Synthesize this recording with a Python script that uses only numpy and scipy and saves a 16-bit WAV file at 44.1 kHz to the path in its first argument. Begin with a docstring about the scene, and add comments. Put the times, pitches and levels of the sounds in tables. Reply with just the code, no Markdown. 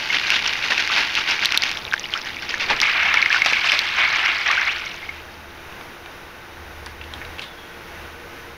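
"""Outdoors on wet asphalt, close by: ice is shaken from a crinkling plastic bag into a full bucket.
The film snaps, cubes knock and rattle, and the air they drag under water rings as rising plops.
The bucket tips with a low rumble; water and ice slop over the rim in waves, then trickle out.
Shoes scuff on grit and a thin squeal follows. Distant machines hum and whine throughout."""
import sys
import numpy as np
from scipy import signal
from scipy.io import wavfile
from scipy.ndimage import uniform_filter1d

SR = 44100
rng = np.random.default_rng(int(sys.argv[2]) if len(sys.argv) > 2 else 0)


def wav_record(signal):
    """Record a signal, one row per channel, as 16-bit PCM in the file named by sys.argv[1]."""
    frames = np.transpose(np.atleast_2d(signal))
    bounded = np.clip(frames, -1, 1)
    # unit amplitude maps onto the largest positive 16-bit level
    quanta = np.round(bounded * 32767).astype(np.int16)
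    wavfile.write(sys.argv[1], SR, quanta)


N = 377937
TIME = np.arange(N) / SR

# tone of plastic film and rattling ice: f/Hz, level/dB
BAG_EQ = [(60, -38), (300, -10.5), (500, -16.5), (750, -9), (1100, -6.5), (1600, -0.5), (2500, 3.5),
          (3300, -2.5), (5000, -8), (6000, -13.5), (6800, -23), (7800, -37), (11800, -33), (15000, -65)]
# steady overflow between the waves: t/s, level/dB
STREAM = [(2.55, -35), (2.85, -33), (3.3, -29), (3.85, -26), (4.4, -26.5), (4.75, -30.5), (4.95, -37.5),
          (5.2, -45)]


def amp(db):
    """Decibels to gain."""
    return 10 ** (np.asarray(db) / 20)


def unit_rms(x):
    """Scales to rms 1."""
    return x / np.sqrt(np.mean(x ** 2) + 1e-20)


def add(mix, start_s, sound):
    """Drops a sound into the mix."""
    part = mix[max(round(start_s * SR), 0):][:len(sound)]
    part += sound[:len(part)]


def fader(rows):
    """A gain ride through rows of (t/s, level/dB), fading to silence outside them."""
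    times, db = np.transpose(rows)
    outside_s = np.maximum(times[0] - TIME, 0) + np.maximum(TIME - times[-1], 0)
    return amp(np.interp(TIME, times, db)) * np.exp(-outside_s / 0.027)


def surges(rows, attack_s, release_s, column=2):
    """One attack-hold-release envelope per row of (t/s, hold/s, levels/dB); their powers add."""
    power = np.zeros(N)
    for row in rows:
        start_s, hold_s = row[:2]
        t = np.arange(int((hold_s + 6 * release_s) * SR)) / SR
        envelope = np.minimum(t / attack_s, 1) * np.exp(-np.maximum(t - hold_s, 0) / release_s)
        add(power, start_s, (amp(row[column]) * envelope) ** 2)
    return np.sqrt(power)


def eq(x, curve):
    """Minimum-phase EQ through (f/Hz, level/dB), so that clicks keep their sharp front."""
    hz, db = np.transpose(curve)
    size = 2 ** 12
    bins_hz = abs(np.fft.fftfreq(size, 1 / SR))
    log_gain = np.log(amp(np.interp(np.log(bins_hz + 1), np.log(hz + 1), db)))
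    response = np.exp(np.conj(signal.hilbert(log_gain)))
    taps = np.fft.ifft(response).real
    return signal.oaconvolve(x, taps[:size // 2])[:len(x)]


def noise(curve):
    """Noise of rms 1, shaped by an EQ curve."""
    return unit_rms(eq(rng.standard_normal(N), curve))


def ping(hz, ring_s, octaves_per_s=0):
    """A dying vibration with a fast attack and an optional upward glide."""
    t = np.arange(int(7 * ring_s * SR) + 32) / SR
    envelope = np.exp(-t / ring_s) * (1 - np.exp(-(2 * hz * t) ** 2))
    pitch = hz * 2 ** (octaves_per_s * np.minimum(t, 3 * ring_s))
    return envelope / envelope.max() * np.sin(2 * np.pi * np.cumsum(pitch) / SR)


def impacts(per_s, spread_db):
    """A random train of blows, mostly small, a few large."""
    chance, size, sign = rng.random((3, N))
    at, out = chance < per_s / SR, np.zeros(N)
    out[at] = np.sign(sign[at] - .5) * amp(spread_db * np.minimum(-np.log(size[at]), 4))
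    return out


def levelled(x, span_s):
    """Evens out the slow level of a texture and keeps its fine grain."""
    window = int(span_s * SR)
    power = uniform_filter1d(uniform_filter1d(x ** 2, window), window)
    return x / np.sqrt(abs(power) + 0.027 * np.mean(x ** 2))


def grains(per_s, spread_db, cycles, glide, count=140):
    """Small bodies of many sizes ring for a few cycles each; glide is in octaves per ring time."""
    blows, out = impacts(per_s, spread_db), np.zeros(N + SR)
    at = np.flatnonzero(blows)
    body = rng.integers(0, count, N)[at]
    for k, hz in enumerate(np.geomspace(600, 7500, count)):
        ring = hz * ping(hz, cycles / hz, glide * hz / cycles)  # weighted for a flat spectrum
        starts = at[body == k, None]
        np.add.at(out, starts + np.arange(len(ring)), blows[starts] * ring)
    return unit_rms(out[:N])


def flutter(per_s, depth_db):
    """A random gain that wavers about per_s times a second."""
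    knots = rng.standard_normal(N // 100)
    return amp(depth_db * np.interp(TIME * per_s, np.arange(len(knots)), knots))


def resonance(hz, width_hz):
    """A narrow band of noise, rms 1, whose pitch may move."""
    pole = np.exp(-np.pi * width_hz / SR)
    white = rng.standard_normal(N) + 1j * rng.standard_normal(N)
    wander = signal.lfilter([1], [1, -2 * pole, pole * pole], white)
    carrier = np.exp(2j * np.pi * np.cumsum(hz * np.ones(N)) / SR)
    return unit_rms((wander * carrier).real)


def reflections(x, echo_db, decay_s, count=70):
    """The bucket wall and the ground scatter a sound back within a few hundredths of a second."""
    delay_s = np.geomspace(.0012, .06, count) * rng.uniform(.95, 1.05, count)
    polarity = rng.choice([-1, 1], count)
    taps = np.zeros(SR // 10)
    taps[(delay_s * SR).astype(int)] = polarity * np.exp(-delay_s / decay_s) * np.sqrt(delay_s)
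    return x + amp(echo_db) * signal.oaconvolve(x, taps / np.linalg.norm(taps))[:N]


def outdoors():
    """The bed: distant noise, a few machine whines and a far engine that swells and fades."""
    # tone of the open air: f/Hz, level/dB
    air_eq = [(25, 0.5), (140, -1), (210, -3), (400, -2), (650, -2.5), (1900, -2.5), (2700, -6),
              (3800, -14), (5000, -16.5), (6000, -16.5), (6800, -23.5), (7900, -37), (9500, -24.5),
              (15000, -24.5)]
    # its slow swell: t/s, level/dB
    air_ride = [(0, .5), (5.3, 0), (7.8, -0.25), (8.4, 2), (8.57, -1)]
    # distant machines: f/Hz, width/Hz, opening level/dB, closing level/dB
    machines = [(344.4, 6, -56.5, -51.5), (475, 37, -79, -49), (863, 87, -47, -58.5),
                (1505, 105, -56.5, -49.5), (3740, 170, -57, -59.5)]
    # engine swells: t/s, hold/s, hum/dB, rumble/dB
    swells = [(5.0, 0.55, -48.5, -63), (6.48, 0.85, -45, -48), (7.8, 0.27, -45, -55), (8.34, .2, -54, -52)]
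    attack_s, release_s, idle_db = 0.15, 0.084, -56
    air = amp(-39.5) * fader(air_ride) * noise(air_eq) * flutter(per_s=6, depth_db=1.27)
    whines = sum(amp(np.linspace(first_db, last_db, N)) * levelled(resonance(hz, width), span_s=0.086)
                 for hz, width, first_db, last_db in machines)
    hum_gain = np.hypot(amp(idle_db), surges(swells, attack_s, release_s))
    hum = hum_gain * levelled(resonance(76.3, width_hz=3.1), span_s=.1)
    rumble = surges(swells, attack_s, release_s, column=3) * resonance(55, width_hz=106)
    return air + whines + hum + rumble


def ice_flow():
    """Envelope of the ice leaving the bag: a steady slide and a surge at each shake."""
    # sliding between shakes: t/s, level/dB
    slide = [(0, -26.5), (1.1, -25.5), (1.72, -30.5), (1.85, -41.5), (2.55, -39)]
    # a batch of ice per shake, the last ones nearly empty: t/s, hold/s, level/dB
    shakes = [(.11, 0.053, -19), (.22, 0.089, -24.5), (.305, 0.056, -18), (.43, 0.071, -23.5),
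              (.62, .025, -20.5), (.76, 0.053, -20.5), (.895, 0.13, -20), (1.148, 0.036, -19),
              (1.265, 0.044, -18.5), (1.405, 0.024, -21), (1.505, .04, -29), (1.615, 0.067, -25),
              (2.11, 0.065, -30.5), (2.25, 0.015, -25.5), (2.32, 0.018, -36), (2.41, 0.022, -29.5),
              (2.48, 0.022, -24.5), (2.59, 0.038, -21.5)]
    return np.hypot(fader(slide), surges(shakes, attack_s=0.017, release_s=0.036))


def bag():
    """Plastic film snaps in clumps while small cubes rattle over each other."""
    snaps = unit_rms(impacts(per_s=3500, spread_db=3.5))
    rattle = grains(per_s=1600, spread_db=3.5, cycles=2.7, glide=0)
    crinkle = eq(snaps + amp(-6.5) * rattle, BAG_EQ) * flutter(per_s=200, depth_db=3.0)
    crinkle = reflections(crinkle, echo_db=-11, decay_s=.012)
    return amp(-0.3) * ice_flow() * levelled(crinkle, span_s=0.023)


def cubes():
    """A knock is a sharp crack and a short ring; in water the crack softens and a bubble glides up."""
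    # hardest knocks of cubes on each other or the bucket: t/s, level/dB, f/Hz, ring/s
    knocks = [(.131, -6.5, 2660, 0.0014), (.3035, 3.5, 2570, .0005), (.391, -12, 2050, 0.0011),
              (.4622, -6, 2880, .0007), (.476, -7, 5540, 0.00069), (.5348, -5, 2500, 0.00059),
              (.64, -9, 2550, .001), (.779, -3, 2550, 0.001), (.8754, -3.5, 2130, .0005),
              (1.1525, -3.5, 3270, 0.00028), (1.2925, -5, 2530, 0.00057), (1.311, -8.5, 5240, 0.0008),
              (1.449, -0.5, 2960, 0.00033), (1.4571, 5, 4070, 0.00024), (1.5221, 0.5, 2700, .0004),
              (1.5752, 7, 3930, 0.00024), (1.6216, -4.5, 4670, .0005), (1.636, 1.5, 2800, 0.00036),
              (1.6934, -7, 2310, 0.00046), (1.715, -4.5, 2700, .0002), (1.7724, -10.5, 3400, 0.0004),
              (1.934, -6, 2450, 0.00074), (1.9957, -11.5, 6100, 0.0006), (2.176, -17, 5300, 0.00088),
              (2.492, -15, 5000, 0.001), (2.802, -2, 3300, 0.00032), (2.8155, 1.5, 4900, 0.00018),
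              (3.1416, 1, 1800, 0.00052), (3.218, -7, 4460, 0.00035), (3.449, -2, 2380, 0.00055),
              (3.461, 0, 2260, 0.00023), (3.7195, 1.5, 2300, 0.00053), (3.7912, 2, 4220, 0.00027),
              (4.2607, -2, 1920, 0.0012), (4.5141, -2, 2270, 0.00032)]
    # air pockets trapped by plunging cubes: t/s, level/dB, f/Hz, ring/s
    bubbles = [(.102, -9, 2100, .0035), (.554, -13.5, 1980, 0.0041), (.72, -5, 1800, 0.0017),
               (.9, -12, 1230, .006), (1.924, -11.5, 1550, 0.0027), (1.9386, 0, 1620, 0.0014),
               (2.04, -18.5, 2810, 0.0067), (2.138, -4.5, 3080, 0.0014), (2.152, -15, 1213, 0.01),
               (2.541, -7.5, 1750, 0.0019), (2.8315, -0.5, 2150, .0012), (2.839, -5, 2680, .001),
               (3.084, -11, 2670, 0.0025), (3.1715, -1, 2220, .0027), (3.2262, 0, 2260, .0018),
               (3.26, -0.5, 2050, 0.0023), (3.303, -7, 1640, .007), (3.328, 0.5, 2380, .0011),
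               (3.3453, -1, 1730, 0.0014), (3.361, -6, 1430, 0.0037), (3.4195, 0, 2150, 0.0014),
               (3.5, -11, 2400, .001), (3.5328, -1, 2270, .0012), (3.568, -11, 2190, .004),
               (3.698, -5, 3160, 0.0014), (4.0506, -8, 2220, 0.0024), (4.462, -11, 1850, 0.0051),
               (4.486, -7.5, 1850, 0.0045), (4.501, -9.5, 1140, 0.0089), (4.576, -10, 1425, 0.012),
               (4.595, -14, 1990, .006), (4.616, -15, 1700, .008), (4.673, -11, 2040, .007),
               (4.689, -13, 2290, 0.012), (4.865, -18.5, 2140, .004), (5.028, -22, 2000, .006),
               (5.091, -15.5, 2130, .003)]
    # tone of the contact crack: f/Hz, level/dB
    crack_eq = [(200, -20), (900, -10.5), (2500, -18.5), (5500, -1), (6500, -7.5), (7800, -15),
                (12000, -16.5), (16000, -21)]
    cube_eq = [(200, -12), (900, -4), (5500, 1), (6500, -3.5), (7800, -13), (12000, -9.5), (16000, -18)]
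    cushion_s, strays_per_s = 0.00035, 20
    crack = eq(signal.unit_impulse(SR // 20), crack_eq)
    out = np.zeros(N)

    def hit(hz, ring_s, octaves_per_s=0):
        """A crack and its ring, of peak 1; water cushions the blows that ring long."""
        sound = np.zeros(SR // 10)
        add(sound, 0, amp(2.5) * crack / crack.max() / (1 + ring_s / cushion_s))
        add(sound, 0, ping(hz, ring_s, octaves_per_s))
        return sound / abs(sound).max()

    for start_s, db, hz, ring_s in knocks:
        add(out, start_s, amp(db) * hit(hz, ring_s))
    for start_s, db, hz, ring_s in bubbles:  # long-lived bubbles near the surface glide fastest
        add(out, start_s, amp(db) * hit(hz, ring_s, octaves_per_s=2100 * ring_s))
    flow = np.hypot(ice_flow(), fader(STREAM))
    for when, size, pitch in rng.random((int(strays_per_s * N / SR), 3)):  # lesser knocks ride the flow
        at = int(when * N)
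        stray = hit(hz=1700 * 2 ** (1.27 * pitch), ring_s=0.00076)
        add(out, at / SR, flow[at] * amp(3 + 7 * size) * stray)
    return reflections(eq(out, cube_eq), echo_db=-7.5, decay_s=0.0024)


def slumps():
    """A clump lands: a short rush of clicks, and a dull thump from the water and the bucket."""
    # clumps of ice and water dropping at once: t/s, rush/dB, length/s, thump/dB
    clumps = [(0.13, -26, 0.037, -39), (0.698, -19.5, 0.034, -30), (0.964, -21, 0.035, -30),
              (1.302, -22.5, 0.032, -35), (1.512, -27, .009, -54), (1.543, -15, 0.0068, -47),
              (2.699, -19.5, 0.019, -20), (3.459, -14, 0.0086, -25.5), (3.524, -13.5, 0.0047, -21),
              (3.731, -22, 0.0084, -26.5), (3.978, -23.5, 0.022, -38)]
    # tone of the thump: f/Hz, level/dB
    thump_eq = [(30, -23), (110, -4.5), (300, -5), (800, 9.5), (1300, 7.5), (2500, -38), (6000, -69)]
    rush_gain, thump_gain = np.zeros((2, N))
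    for start_s, rush_db, length_s, thump_db in clumps:
        age = np.arange(int(5 * length_s * SR)) / (length_s * SR / 2)
        envelope = age * np.exp(1 - age)
        add(rush_gain, start_s, amp(rush_db) * envelope)
        add(thump_gain, start_s, amp(thump_db) * envelope)
    clicks = unit_rms(eq(impacts(per_s=3500, spread_db=4.5), BAG_EQ))
    return rush_gain * clicks + thump_gain * noise(thump_eq)


def trickle():
    """Separate drops, each trapping a tiny bubble whose pitch rises."""
    # drips as the bag drains and as the spill dies away: t/s, level/dB
    drip_ride = [(1.4, -26.5), (1.8, -35), (2.5, -36), (4.5, -30.5), (4.8, -34.5), (5.0, -44.5),
                 (5.3, -49.5), (5.6, -56)]
    drip_eq = [(300, -27), (1200, -2.5), (2200, 5.5), (5500, -5), (6500, -13), (7800, -43), (15000, -30)]
    drips = eq(grains(per_s=280, spread_db=3.0, cycles=3.3, glide=0.029), drip_eq)
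    return fader(drip_ride) * levelled(drips, span_s=.15)


def bucket_shift():
    """The heavy bucket rumbles as it shifts on the ground."""
    # swell of the rumble: t/s, level/dB
    shift_ride = [(2.3, -50), (2.55, -45), (2.66, -41), (2.73, -36), (2.8, -43), (2.95, -53)]
    # tone of the rumble: f/Hz, level/dB
    rumble_eq = [(25, 2.5), (70, -5.5), (140, -8), (380, -3), (700, -9.5), (3000, -58)]
    return fader(shift_ride) * noise(rumble_eq)


def overflow(part, stream_db):
    """Envelope of the water, spray or ring at the rim: a steady stream with waves on top."""
    # waves of water and ice slopping over: t/s, hold/s, water/dB, spray/dB, ring/dB
    gushes = [(2.68, 0.023, -20, -29.5, -45), (2.81, 0.093, -20.5, -29, -20),
              (2.94, 0.24, -19.5, -36, -22.5), (3.3, 0.073, -22, -28, -34),
              (3.455, 0.12, -22.5, -28.5, -35), (3.63, 0.1, -20.5, -25.5, -40),
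              (3.965, 0.077, -18, -40, -23), (4.11, 0.095, -22, -35, -27), (4.23, 0.052, -20, -36, -23),
              (4.45, 0.089, -20, -35, -29), (4.585, 0.097, -24.5, -48, -32)]
    column = {"water": 2, "spray": 3, "ring": 4}[part]
    waves = surges(gushes, attack_s=0.013, release_s=0.07, column=column)
    return np.hypot(amp(stream_db) * fader(STREAM), waves)


def spill():
    """Water slaps the asphalt in drops and bubbles; thin spray brightens it."""
    # tone of the splash: f/Hz, level/dB
    splash_eq = [(60, -27), (420, -27.5), (650, -13), (1100, -6), (1700, -0.5), (1900, -2.5), (2220, 2.5),
                 (2500, 1), (3300, -6), (5000, -16), (6000, -22.5), (6800, -34), (7800, -37), (15000, -48)]
    drops = unit_rms(impacts(per_s=7000, spread_db=1.5))
    bubbles = grains(per_s=2500, spread_db=3.5, cycles=5.3, glide=0.029)
    splash = eq(drops + amp(-3.0) * bubbles, splash_eq) * flutter(per_s=88, depth_db=3.0)
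    splash = levelled(splash, span_s=0.022)
    highs = signal.sosfiltfilt(signal.butter(3, 3400, "high", fs=SR, output="sos"), splash)
    water = amp(-1.0) * overflow("water", stream_db=0) * unit_rms(splash - highs)
    spray = amp(-1.5) * overflow("spray", stream_db=-6.5) * unit_rms(highs)
    return water + spray


def hollow_ring():
    """In the spill, cubes and trapped air of like size ring near one pitch."""
    patter = signal.oaconvolve(impacts(per_s=560, spread_db=1.0), ping(hz=2170, ring_s=0.0023))[:N]
    return amp(-2.0) * overflow("ring", stream_db=-6.5) * levelled(patter, span_s=0.034)


def scuffs():
    """Grit cracks under a sole: a brief shower of tiny clicks with one broad pitch."""
    # shoes on wet grit: t/s, level/dB, f/Hz, decay/s
    scrapes = [(5.725, -23.5, 2400, .002), (5.811, -24, 2400, .002), (6.06, -23.5, 2380, 0.0022),
               (6.8615, -19, 4470, 0.002), (6.866, -23.5, 2000, 0.0038), (7.013, -22.5, 2640, 0.0045),
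               (7.039, -26, 3220, .004), (7.137, -15.5, 3560, 0.0024), (7.215, -24.5, 1930, 0.0089),
               (7.25, -22.5, 3430, 0.0022), (7.384, -23.5, 2800, 0.0047), (7.394, -13.5, 3180, 0.0022),
               (7.416, -24, 3400, 0.026)]
    grit_eq = [(200, 8), (1500, 5.5), (5000, -1.5), (7800, 0.5), (9500, 14), (15000, 4)]
    out, t = np.zeros(N), np.arange(SR // 5) / SR
    for start_s, db, hz, decay_s in scrapes:
        grit = rng.standard_normal(len(t))
        clicks = grit * abs(grit) * np.exp(-t / decay_s)  # squaring makes the noise spiky
        burst = signal.fftconvolve(clicks, ping(hz, ring_s=0.00029))
        burst *= np.sqrt(decay_s * SR / 2) / np.linalg.norm(burst)
        add(out, start_s, amp(db - 7.5) * burst)
    return reflections(eq(out, grit_eq), echo_db=-9, decay_s=0.067)


def squeal():
    """A faint, thin squeal sags in pitch after the last scuff."""
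    start_s, end_s, sag_s = 7.42, 7.75, .09
    from_hz, to_hz = 3750, 3260
    hz = to_hz + (from_hz - to_hz) * np.exp(-np.maximum(TIME - start_s, 0) / sag_s)
    return fader([(start_s, -48.5), (end_s, -54.5)]) * resonance(hz, width_hz=130)


def scene():
    """Ice, water, shoes and the outdoor bed, mixed to mono."""
    pour = bucket_shift() + bag() + spill() + trickle() + hollow_ring() + slumps() + cubes()
    return (pour + scuffs() + squeal() + outdoors())[None]


def record(dry):
    """The hardest knocks overload the input; a steep low-pass then trims the top."""
    clipped = np.clip(dry, -1, 1)
    low_pass = signal.firwin(401, cutoff=15700, window=("kaiser", 8), fs=SR)
    return signal.oaconvolve(clipped, low_pass[None], "same")


dry = scene()
out = record(dry)
wav_record(out)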